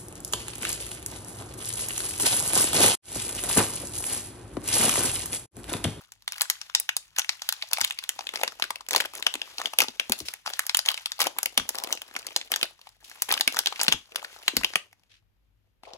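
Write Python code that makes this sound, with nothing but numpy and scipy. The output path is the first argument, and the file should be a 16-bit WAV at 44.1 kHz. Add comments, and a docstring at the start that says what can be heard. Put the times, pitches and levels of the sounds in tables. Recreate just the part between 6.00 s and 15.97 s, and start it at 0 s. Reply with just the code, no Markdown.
"""Thin plastic film is crinkled and torn off a bar of soap, close to a phone in a small quiet room.
Each crease buckles as a noise burst of a few milliseconds in several bands; small crackles, runs of
tearing and a flickering hiss of sliding film fill in between. Fingers bump the bar as sagging low
tones and rub it as band-passed noise. The room adds a short noise tail, over faint air and hum."""
import sys
import numpy as np
from scipy import signal
from scipy.fft import rfft, irfft, next_fast_len
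from scipy.io import wavfile
from scipy.ndimage import uniform_filter1d

SR = 44100
rng = np.random.default_rng(int(sys.argv[2]) if len(sys.argv) > 2 else 0)


def pcm_store(signal):
    """Save signal as 16-bit PCM."""
    levels = np.round(np.clip(np.atleast_2d(signal), -1, 1) * 32767)
    wavfile.write(sys.argv[1], SR, levels.astype(np.int16).T)


def rack_gain(trim_db):
    """Turn a fader trim in dB into the linear factor to multiply a signal by."""
    fader = np.asarray(trim_db, float)
    return 10 ** (fader / 20)


N = 439677  # samples


def curve(table, at):
    """A (Hz, value) table read on a log axis."""
    hz, value = np.transpose(table)[:2]
    return np.interp(np.log(at + 1), np.log(hz + 1), value)


def over_time(table, s):
    """A (seconds, value) table read along straight lines."""
    return np.interp(s, *np.transpose(table))


def shaped(x, gain):
    """Multiply the spectrum of x by gain(Hz)."""
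    size = next_fast_len(x.shape[-1])
    hz = np.arange(size // 2 + 1) * SR / size
    return irfft(rfft(x, size) * gain(hz), size)[..., :x.shape[-1]]


def hump(f, hz, width):
    """A bell-shaped gain around hz, its width in natural-log units of frequency."""
    return np.exp(-.5 * (np.log((f + 1) / hz) / width) ** 2)


def fade(t, t60):
    """Amplitude falling 60 dB in t60."""
    return np.exp(-np.log(1000) * t / t60)


def swell(t, rise):
    """A smooth onset that has mostly risen after the time rise."""
    return 1 - np.exp(-(t / rise) ** 2)


def add(out, s, grains):
    """Lay grains (events, 2, length) into out at times s."""
    at = (s * SR).astype(int)[:, None] + np.arange(grains.shape[-1])
    for ch in range(2):
        out[ch] += np.bincount(at.ravel(), grains[:, ch].ravel(), N + SR)[:N]
    return out


# Air of the still room. Each row: frequency in Hz, relative density in dB per Hz.
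AIR_SPECTRUM = [(25, -17.5), (90, 5.5), (626, -26), (5860, -43), (11000, -45), (13300, -32.5), (17000, -66)]
# Low hum of the room. Each row: centre in Hz, level before the swell in dB.
HUM_BANDS = [(48.4, -64.5), (102.3, -68.5)]
# The hum is louder once the hands rest. Each row: time in seconds, dB added to the hum.
HUM_RISE = [(8.8, 6.5), (9.2, 13.5)]


def quiet():
    """Faint air noise, and a hum that wavers because it is noise in narrow low bands."""
    air = shaped(rng.standard_normal((2, N)), lambda f: rack_gain(curve(AIR_SPECTRUM, f)))
    out = rack_gain(-58) * air / air.std()
    rise_db = over_time(HUM_RISE, np.arange(N) / SR)
    for hz, db in HUM_BANDS:
        noise = rng.standard_normal(N) + .5 * rng.standard_normal((2, N))
        hum = shaped(noise, lambda f: 1 / (1 + ((f - hz) / 6) ** 2))
        out += rack_gain(db + rise_db) * hum / hum.std()
    return out


# Hiss of film on film. 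Each row: frequency in Hz, relative density in dB per Hz.
RUSTLE_SPECTRUM = [(300, -32), (700, -1.5), (3000, -2), (7000, -2.5), (15000, -13.5)]
# How hard the film is worked. Each row: time in seconds, rustle level before flicker in dB.
HAND_WORK = [(0, -47.5), (.1, -68), (.25, -71), (.3, -62), (.44, -52), (1.12, -63), (1.2, -52),
             (1.66, -49.5), (2.6, -54), (2.85, -64.5), (3.1, -53.5), (3.52, -51), (3.7, -53.5),
             (4.3, -51.5), (4.43, -64), (4.55, -48.5), (5.35, -53.5), (6.58, -53.5), (6.75, -61),
             (7.0, -68), (7.1, -51.5), (7.41, -52), (7.9, -50), (8.05, -63), (8.44, -49), (8.66, -45.5),
             (8.91, -72), (9.3, -91)]


def rustle():
    """Film slides over film: a soft flickering hiss that follows the working of the hands."""
    noise = rng.standard_normal((3, N))
    hiss = shaped(noise[:1] + 1.1 * noise[1:], lambda f: rack_gain(curve(RUSTLE_SPECTRUM, f)))
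    t = np.arange(N) / SR
    knots = np.arange(0, N / SR + 1, 0.0076)  # seconds between turns of the flicker
    flicker_db = 2.5 * np.interp(t, knots, rng.standard_normal(len(knots)))
    # the slide also halts and goes on, eight times slower
    slow = knots[::8]
    flicker_db += 4 * np.interp(t, slow, rng.standard_normal(len(slow)))
    return hiss / hiss.std() * rack_gain(over_time(HAND_WORK, t) + flicker_db)


# Air between film and bar. Each row: resonance in Hz, width in Hz, peak in dB.
AIR_GAP = [(840, 99, 6.5), (1580, 43, 4.5)]
# Film bands: 60 dB fall of the first stage, before patch size alters it, for lows, middle
# and top, in seconds.
BAND_RING_S = (0.0097, 0.0071, 0.0038)
# Share of amplitude of its own on each side, for lows and middle [0 to 1].
SIDE_SHARE = (.45, .6)


def snap(db, patch_hz, low_db, mid_db, top_db, size):
    """A crease flips: a burst in lows, middle, top and one ringing patch, the higher bands shorter."""
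    low_hz, split_hz, top_hz = 250, 620, 8000  # edges of lows, middle and top
    t, hz = np.arange(size) / SR, np.arange(size // 2 + 1) * SR / size
    above = lambda edge: 1 / np.sqrt(1 + (edge / (hz + 1)) ** 8)
    below = lambda edge: 1 / np.sqrt(1 + (hz / edge) ** 8)
    patch = hump(hz, patch_hz[:, None, None], 0.21)
    body_db = sum(peak_db / (1 + (2 * (hz - at) / width) ** 2) for at, width, peak_db in AIR_GAP)
    # every crease has its own hills and valleys over the octaves
    octave, turn = np.log2(hz + 1), 2 * np.pi * rng.random((len(db), 1, 2))
    ripple = np.cos(2 * octave + turn[..., :1]) + np.cos(2 * np.pi * octave + turn[..., 1:])
    body = rack_gain(body_db) * rack_gain(2.8 * ripple)
    bands = (above(low_hz) * below(split_hz), body * above(split_hz) * below(top_hz), above(top_hz), patch)
    rings = tuple(BAND_RING_S) + (0.0063,)
    low, mid = np.clip(SIDE_SHARE, 0, 1)
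    shares = (low, mid, .25, mid)
    # large slack patches pop more strongly: 4 dB per octave under 1800 Hz
    pop_db = -2.5 + 4 * np.clip(np.log2(1800 / patch_hz), 0, 2)
    levels = (low_db, mid_db, top_db, pop_db)
    late_levels = (-9.5, -9.5, -9.5, -17.5)  # dB of a weaker, longer second stage
    # small stiff patches ring high and die sooner
    quick = np.clip(patch_hz / 3000, .6, 2.2)[:, None, None] ** .5
    noise = rfft(rng.standard_normal((len(db), 3, size)))
    parts = []
    for band, ring, share, band_db, late_db in zip(bands, rings, shares, levels, late_levels):
        pair = np.sqrt(1 - share ** 2) * noise[:, :1] + share * noise[:, 1:]
        first = fade((t * quick) ** 2, ring ** 2)
        second = rack_gain(late_db) * fade(t, 6.1 * ring)
        burst = irfft(pair * band, size) * (first + second) * swell(t, 0.14 * ring)
        # set each burst to its given level, as energy spread over 3.8 ms
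        burst /= np.sqrt(np.sum(burst ** 2, axis=(1, 2), keepdims=True) / (0.0038 * SR))
        parts.append(burst * rack_gain(db + band_db)[:, None, None])
    # keep middle, top and patch clear of the lows
    return parts[0] + irfft(rfft(sum(parts[1:])) * above(0.57 * split_hz), size)


# Creases that buckle close by. Each row: start in seconds, level in dB, loudest patch in Hz,
# top band relative to that level in dB.
CREASES = [(0.1197, -38, 6000, 2.5), (0.222, -48, 4760, -0.5), (0.2775, -20, 3350, -5.5),
           (0.321, -26.5, 5200, 0), (0.381, -34.5, 5000, 4), (0.4088, -15.5, 4700, -3),
           (.417, -11.5, 8200, 3), (0.4994, -12, 5500, 5.5), (0.614, -26.5, 5400, -27.5),
           (0.6972, -33.5, 1210, -21.5), (.749, -5.5, 6050, -12), (0.799, -29.5, 7500, 20.5),
           (0.8906, -14, 2580, -33.5), (0.9659, -18, 5960, 8), (1.1845, -11.5, 6500, -9),
           (1.193, -15, 6430, -2.5), (1.217, -27, 3240, -23), (1.245, -31, 2520, -13.5),
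           (1.292, -13, 5100, -36), (1.419, -24, 4550, -9.5), (1.4893, -14.5, 3830, 4.5),
           (1.524, -20.5, 4760, 2), (1.6233, -21.5, 4130, -25.5), (1.732, -14, 5060, 10.5),
           (1.771, -24, 2470, -26.5), (1.812, -11, 5570, -5.5), (1.8458, -15, 2770, 4),
           (1.9077, -22, 2660, -5.5), (1.9875, -24, 4380, -7.5), (2.038, -31, 3000, 4.5),
           (2.091, -17, 6850, 2.5), (2.19, -23, 700, -28.5), (2.207, -28, 650, -36),
           (2.2683, -26, 3020, -9), (2.29, -26.5, 3020, -11), (2.357, -21, 5000, -16.5),
           (2.413, -24.5, 730, -16), (2.4334, -11, 714, -8), (2.477, -19, 4870, -25),
           (2.52, -36, 1520, -16.5), (2.597, -26.5, 900, -16), (2.622, -13.5, 3280, -25),
           (2.639, -22.5, 1570, -12.5), (2.7049, -19, 920, -6), (2.757, -29.5, 2460, -2.5),
           (2.807, -32, 890, -32), (2.864, -42.5, 2430, -6), (2.8863, -24.5, 6650, 0),
           (2.9084, -18, 7000, -1), (2.9367, -21, 2220, -11), (2.9476, -13, 750, -18.5),
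           (2.961, -7.5, 4410, -1.5), (2.9786, -24.5, 6000, -1), (3.0017, -15.5, 1600, -4.5),
           (3.006, -18.5, 2920, -2.5), (3.152, -31.5, 6560, 4.5), (3.2247, -22.5, 3100, -6),
           (3.266, -8.5, 2680, -34), (3.3391, -22, 2970, -3), (3.353, -24, 2400, -10),
           (3.416, -22.5, 2900, -23), (3.5822, -23, 3900, -20), (3.5998, -27, 890, -20.5),
           (3.615, -22, 1330, -13), (3.6566, -18, 2900, -19), (3.7344, -25.5, 875, -10),
           (3.7862, -8, 3220, 6.5), (3.8031, -9.5, 2480, 1), (3.818, -12.5, 5750, -13.5),
           (3.883, -24, 3560, -34.5), (3.997, -14.5, 3000, -17.5), (4.0955, -23.5, 730, 5.5),
           (4.1203, -13, 4730, 5), (4.202, -28, 4800, -8.5), (4.2843, -23.5, 4750, -9),
           (4.3371, -29.5, 1980, 6), (4.4609, -22.5, 1060, -34), (4.475, -22.5, 1000, -33),
           (4.535, -24, 4350, -30), (4.5921, -14, 1570, 4.5), (4.6662, -29, 5600, 12),
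           (4.694, -16, 4600, -18), (4.7462, -10.5, 3560, -5), (4.7699, -20, 6560, 15),
           (4.7903, -14.5, 4560, -2), (4.8596, -20, 5970, -8.5), (4.8865, -10.5, 3540, -3.5),
           (4.942, -24.5, 3440, -6.5), (4.9756, -25, 2770, -29.5), (5.058, -19, 3220, -5.5),
           (5.118, -22, 4840, -9.5), (5.1914, -27, 870, 1.5), (5.2031, -15, 6900, 1.5),
           (5.216, -15, 4394, 4), (5.223, -21, 870, 0.5), (5.2682, -15, 794, -3), (5.3851, -18.5, 1240, 7),
           (5.43, -20, 7460, 7), (5.4577, -17.5, 2700, 6.5), (5.576, -6, 3170, 0), (5.597, -23, 1480, -13),
           (5.6906, -20.5, 5950, 9.5), (5.7534, -27.5, 4640, -2), (5.7845, -22.5, 4900, -3),
           (5.837, -24, 5510, 5.5), (5.9255, -14.5, 5640, 0), (5.9735, -32, 2450, -23.5),
           (6.0173, -30, 2760, 3.5), (6.163, -19.5, 1800, -18.5), (6.267, -26, 4970, 1.5),
           (6.362, -11.5, 4330, -4.5), (6.4126, -28.5, 3060, -36), (6.5174, -16, 2330, 3.5),
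           (6.5383, -17.5, 3460, -15), (6.56, -17, 5400, -0.5), (6.612, -24.5, 3000, -38.5),
           (6.629, -13, 3820, -5), (6.791, -47.5, 880, -30), (6.814, -44, 3650, -3), (6.87, -38, 790, -34),
           (6.89, -46.5, 6000, 4), (7.097, -41, 5470, 3.5), (7.1134, -36, 1620, -36),
           (7.2205, -19, 5640, 16), (7.3135, -15.5, 3560, -25.5), (7.323, -14, 1010, 9.5),
           (7.3387, -16, 3850, -4.5), (7.3762, -22.5, 2910, -31.5), (7.4088, -9.5, 3800, -3),
           (7.4759, -8.5, 2620, -3.5), (7.567, -17.5, 1510, -14), (7.5891, -11.5, 4170, 4),
           (7.659, -16, 3560, -5), (7.6703, -13, 4280, -17.5), (7.724, -25, 910, -36),
           (7.759, -31.5, 2730, -37), (7.7999, -22.5, 3230, -28.5), (7.8131, -12, 5900, -9),
           (7.832, -22, 7650, 14.5), (7.865, -27.5, 3140, -30.5), (7.881, -7, 4100, -19.5),
           (7.923, -7, 2740, -19), (8.1582, -18.5, 3400, 1), (8.2455, -27, 1380, -15),
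           (8.4795, -9, 3160, -13), (8.5669, -10, 4570, 4), (8.634, -22.5, 2240, -17.5),
           (8.645, -12.5, 3000, -7.5), (8.7348, -28, 1500, -32.5), (8.7559, -10, 2470, -7.5),
           (8.928, -46.5, 1890, -4), (9.034, -59, 2600, -3), (9.8333, -40, 782, -37.5),
           (9.852, -48, 2330, -30), (9.934, -37, 4270, -26)]
# Lows of the snaps, nearly absent before 1.7 s, stronger or weaker by section. Each row: time
# in seconds, lows relative to the level of a snap in dB.
SNAP_LOWS = [(0, -71), (1.7, -56.5), (2.2, -12), (4.3, -13), (4.7, -35), (5.15, -34), (5.3, -9), (8, -17.5),
             (9.97, 5)]
# The film tears or is crushed, a dense run of crackles. Each row: start in seconds, length in
# seconds, level of the weakest crackles in dB.
TEAR_RUNS = [(0.299, 0.16, -42), (1.158, 0.042, -39), (1.709, 0.23, -34), (2.335, 0.076, -40.5),
             (2.917, 0.14, -35), (3.134, 0.078, -43.5), (3.583, 0.094, -40), (3.791, 0.051, -32),
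             (4.458, 0.052, -41.5), (4.837, 0.083, -36), (5.19, 0.044, -29), (5.237, 0.04, -34.5),
             (5.743, 0.22, -37.5), (6.107, 0.22, -43.5), (6.497, 0.17, -44), (7.281, 0.12, -32.5),
             (7.52, 0.072, -36.5), (7.789, 0.15, -35), (8.116, 0.14, -41)]


def film():
    """Clear snaps, neighbouring creases that flip with them, tearing, and crackles that follow the hands."""
    loose, per_tear = 1600, 18  # numbers of crackles
    s, db, hz, top_db = np.transpose(CREASES)
    out = add(np.zeros((2, N)), s, snap(db, hz, over_time(SNAP_LOWS, s), 0, top_db, size=1024))
    # one weaker neighbour beside each snap, from 3 ms before to 15 ms after
    v = rng.random((len(s), 2))
    near_s = np.abs(s + 0.006 * (3 * v[:, 0] - .5))
    near_db = db - 14.5 - 12 * v[:, 1]
    start, length, tear_db = np.transpose(TEAR_RUNS)[..., None]
    tear_s = (start + length * rng.random((len(TEAR_RUNS), per_tear))).ravel()
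    u = rng.random((loose + len(tear_s) + len(near_s), 6)).T
    loose_s = u[0, :loose] * N / SR
    small_db = np.r_[over_time(HAND_WORK, loose_s) - 2, np.repeat(tear_db, per_tear)]
    # many weak crackles, few strong ones
    small_db = small_db - 4 * np.log(1 - .98 * u[1, :len(small_db)])
    s, db = np.r_[loose_s, tear_s, near_s], np.r_[small_db, near_db]
    patch_hz = 700 * 12 ** u[2]
    low_db = over_time(SNAP_LOWS, s) + 10.5 + 14 * (u[3] - .5)
    mid_db = -8 * u[5]  # small crackles lean towards their own patch
    top_db = -8 + 24 * (u[4] - .5)
    return add(out, s, snap(db, patch_hz, low_db, mid_db, top_db, size=512))


# Fingers bump the bar. Each row: start in seconds, level in dB, pitch it settles to in Hz.
FINGER_BUMPS = [(1.815, -28.5, 83.6), (3.352, -16.5, 275), (3.822, -16.5, 247), (3.882, -17.5, 230),
                (4.096, -6, 209), (4.207, -16.5, 262), (4.217, -23, 73), (5.262, -12.5, 281),
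                (5.581, -12, 203), (5.599, -20, 80.7), (6.625, -16, 251), (7.473, -11.5, 266),
                (7.879, -7.5, 166), (7.917, -19.5, 160), (7.937, -18, 86.5), (8.534, -14.5, 238),
                (8.566, -6.5, 200), (8.579, -18.5, 55), (8.633, -20, 164.6), (8.754, -16.5, 184)]
# Skin or film slides along. Each row: start in seconds, level before stick and slip in dB,
# nominal length in seconds (the slide lasts 1.15 times this), centre in Hz.
SLIDES = [(4.179, -26, 0.042, 9300), (4.251, -27.5, 0.065, 5600), (5.74, -27, 0.2, 686),
          (7.042, -38, 0.06, 5200), (8.109, -36, 0.2, 508), (9.094, -48, 0.098, 3000),
          (9.826, -48, 0.37, 3000), (9.858, -32, 0.14, 616)]


def fingers():
    """Soft bumps of a few cycles that sag in pitch as the fingertip flattens, and short slides."""
    s, db, hz = np.transpose(FINGER_BUMPS)
    t = np.arange(8192) / SR
    turns = hz[:, None] * t
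    wobble = uniform_filter1d(uniform_filter1d(rng.standard_normal(turns.shape), size=100), size=100)
    wobble = wobble / wobble.std()  # flesh gives unevenly
    sag = 1.4 * (1 - np.exp(-t / 0.0016))  # cycles
    thud = np.sin(2 * np.pi * (turns + sag + .12 * wobble))
    thud = thud * fade(turns, 12.0) * swell(t, 0.003) * rack_gain(db)[:, None]  # falls 60 dB in 12 cycles
    out = add(np.zeros((2, N)), s, np.repeat(thud[:, None], 2, axis=1))
    for start, rub_db, length, rub_hz in SLIDES:
        x = np.arange(int(1.15 * length * SR)) / (length * SR)
        width = 0.85 * rub_hz / (rub_hz + 900)  # a dull slide is narrow in pitch
        hiss = shaped(rng.standard_normal((1, 2, SR // 2)), lambda f: hump(f, rub_hz, width))
        # the slide sticks and slips every few milliseconds
        slips = np.repeat(rng.standard_normal(SR // 200), 200)
        slips = uniform_filter1d(slips, size=100)[:len(x)]
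        arc = np.sqrt(x * (1.15 - x)) * np.exp(-1.5 * x)
        rub = rack_gain(rub_db + 4.0 * slips) * hiss[..., :len(x)] / hiss.std() * arc
        add(out, np.array([start]), rub)
    return out


# Tail of the small room. Each row: band centre in Hz, 60 dB fall in seconds, level in dB.
ROOM_TAIL = [(320, 0.22, -6), (1180, 0.2, -8.5), (3000, 0.2, -11), (6450, 0.22, -10.5)]


def room(x):
    """The direct sound, then a diffuse noise tail with stronger lows, all bands dying in about 0.2 s."""
    t = np.arange(SR // 4) / SR
    tail = 0
    for hz, t60, db in ROOM_TAIL:
        band = shaped(rng.standard_normal((2, len(t))), lambda f: hump(f, hz, 0.5))
        band = band * fade(t, t60) * (1 - np.exp(-t / 0.0022))
        tail = tail + rack_gain(db) * band / np.sqrt(t60 * SR / np.log(1000))
    tail[:, 0] += 1  # direct sound
    return signal.fftconvolve(x, tail, axes=1)[:, :N]


def scene():
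    """Film and fingers in the room, over its quiet."""
    return room(film() + rustle() + fingers()) + quiet()


def band_limit(x):
    """A steep low-pass at the top of the band."""
    return signal.sosfilt(signal.butter(12, 17140, fs=SR, output="sos"), x)


# Phase between the microphone ports. Each row: frequency in Hz, lead of left over right in radians.
PORT_LEAD = [(0, 0), (800, .3), (2840, 2.7), (5300, 4.5), (6500, 6.7), (16000, -6.5), (22050, -6.5)]
# Balance of the ports. Each row: frequency in Hz, left minus right in dB.
PORT_TILT = [(100, 3), (700, 6), (2400, 2), (5000, 4), (9200, -0.5)]
# Colour common to both ports. Each row: frequency in Hz, gain in dB.
PORT_COLOUR = [(25, -20.5), (90, -20.5), (700, -9.5), (3000, 0), (6000, -5), (8000, -7.5), (10000, -3.5),
               (15000, -5.5), (16300, -18.5)]


def record(dry):
    """Loud peaks are rounded; two ports differ in level and phase, mostly share treble; the top is cut."""
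    side = np.array([[.5], [-.5]])
    dry = np.tanh(1.1 * dry) / 1.1
    # above about 9600 Hz the right port takes on most of the left signal
    dry = dry + shaped(dry[:1] - dry, lambda f: 0.77 / (1 + (9600 / (f + 1)) ** 8))
    lead = lambda f: np.exp(1j * side * np.interp(f, *np.transpose(PORT_LEAD)))
    level = lambda f: rack_gain(curve(PORT_COLOUR, f) + side * curve(PORT_TILT, f))
    top_cut = lambda f: 1 / (1 + (f / 16600) ** 60)
    return band_limit(shaped(dry, lambda f: level(f) * lead(f) * top_cut(f)))


dry = scene()
out = record(dry)
pcm_store(out)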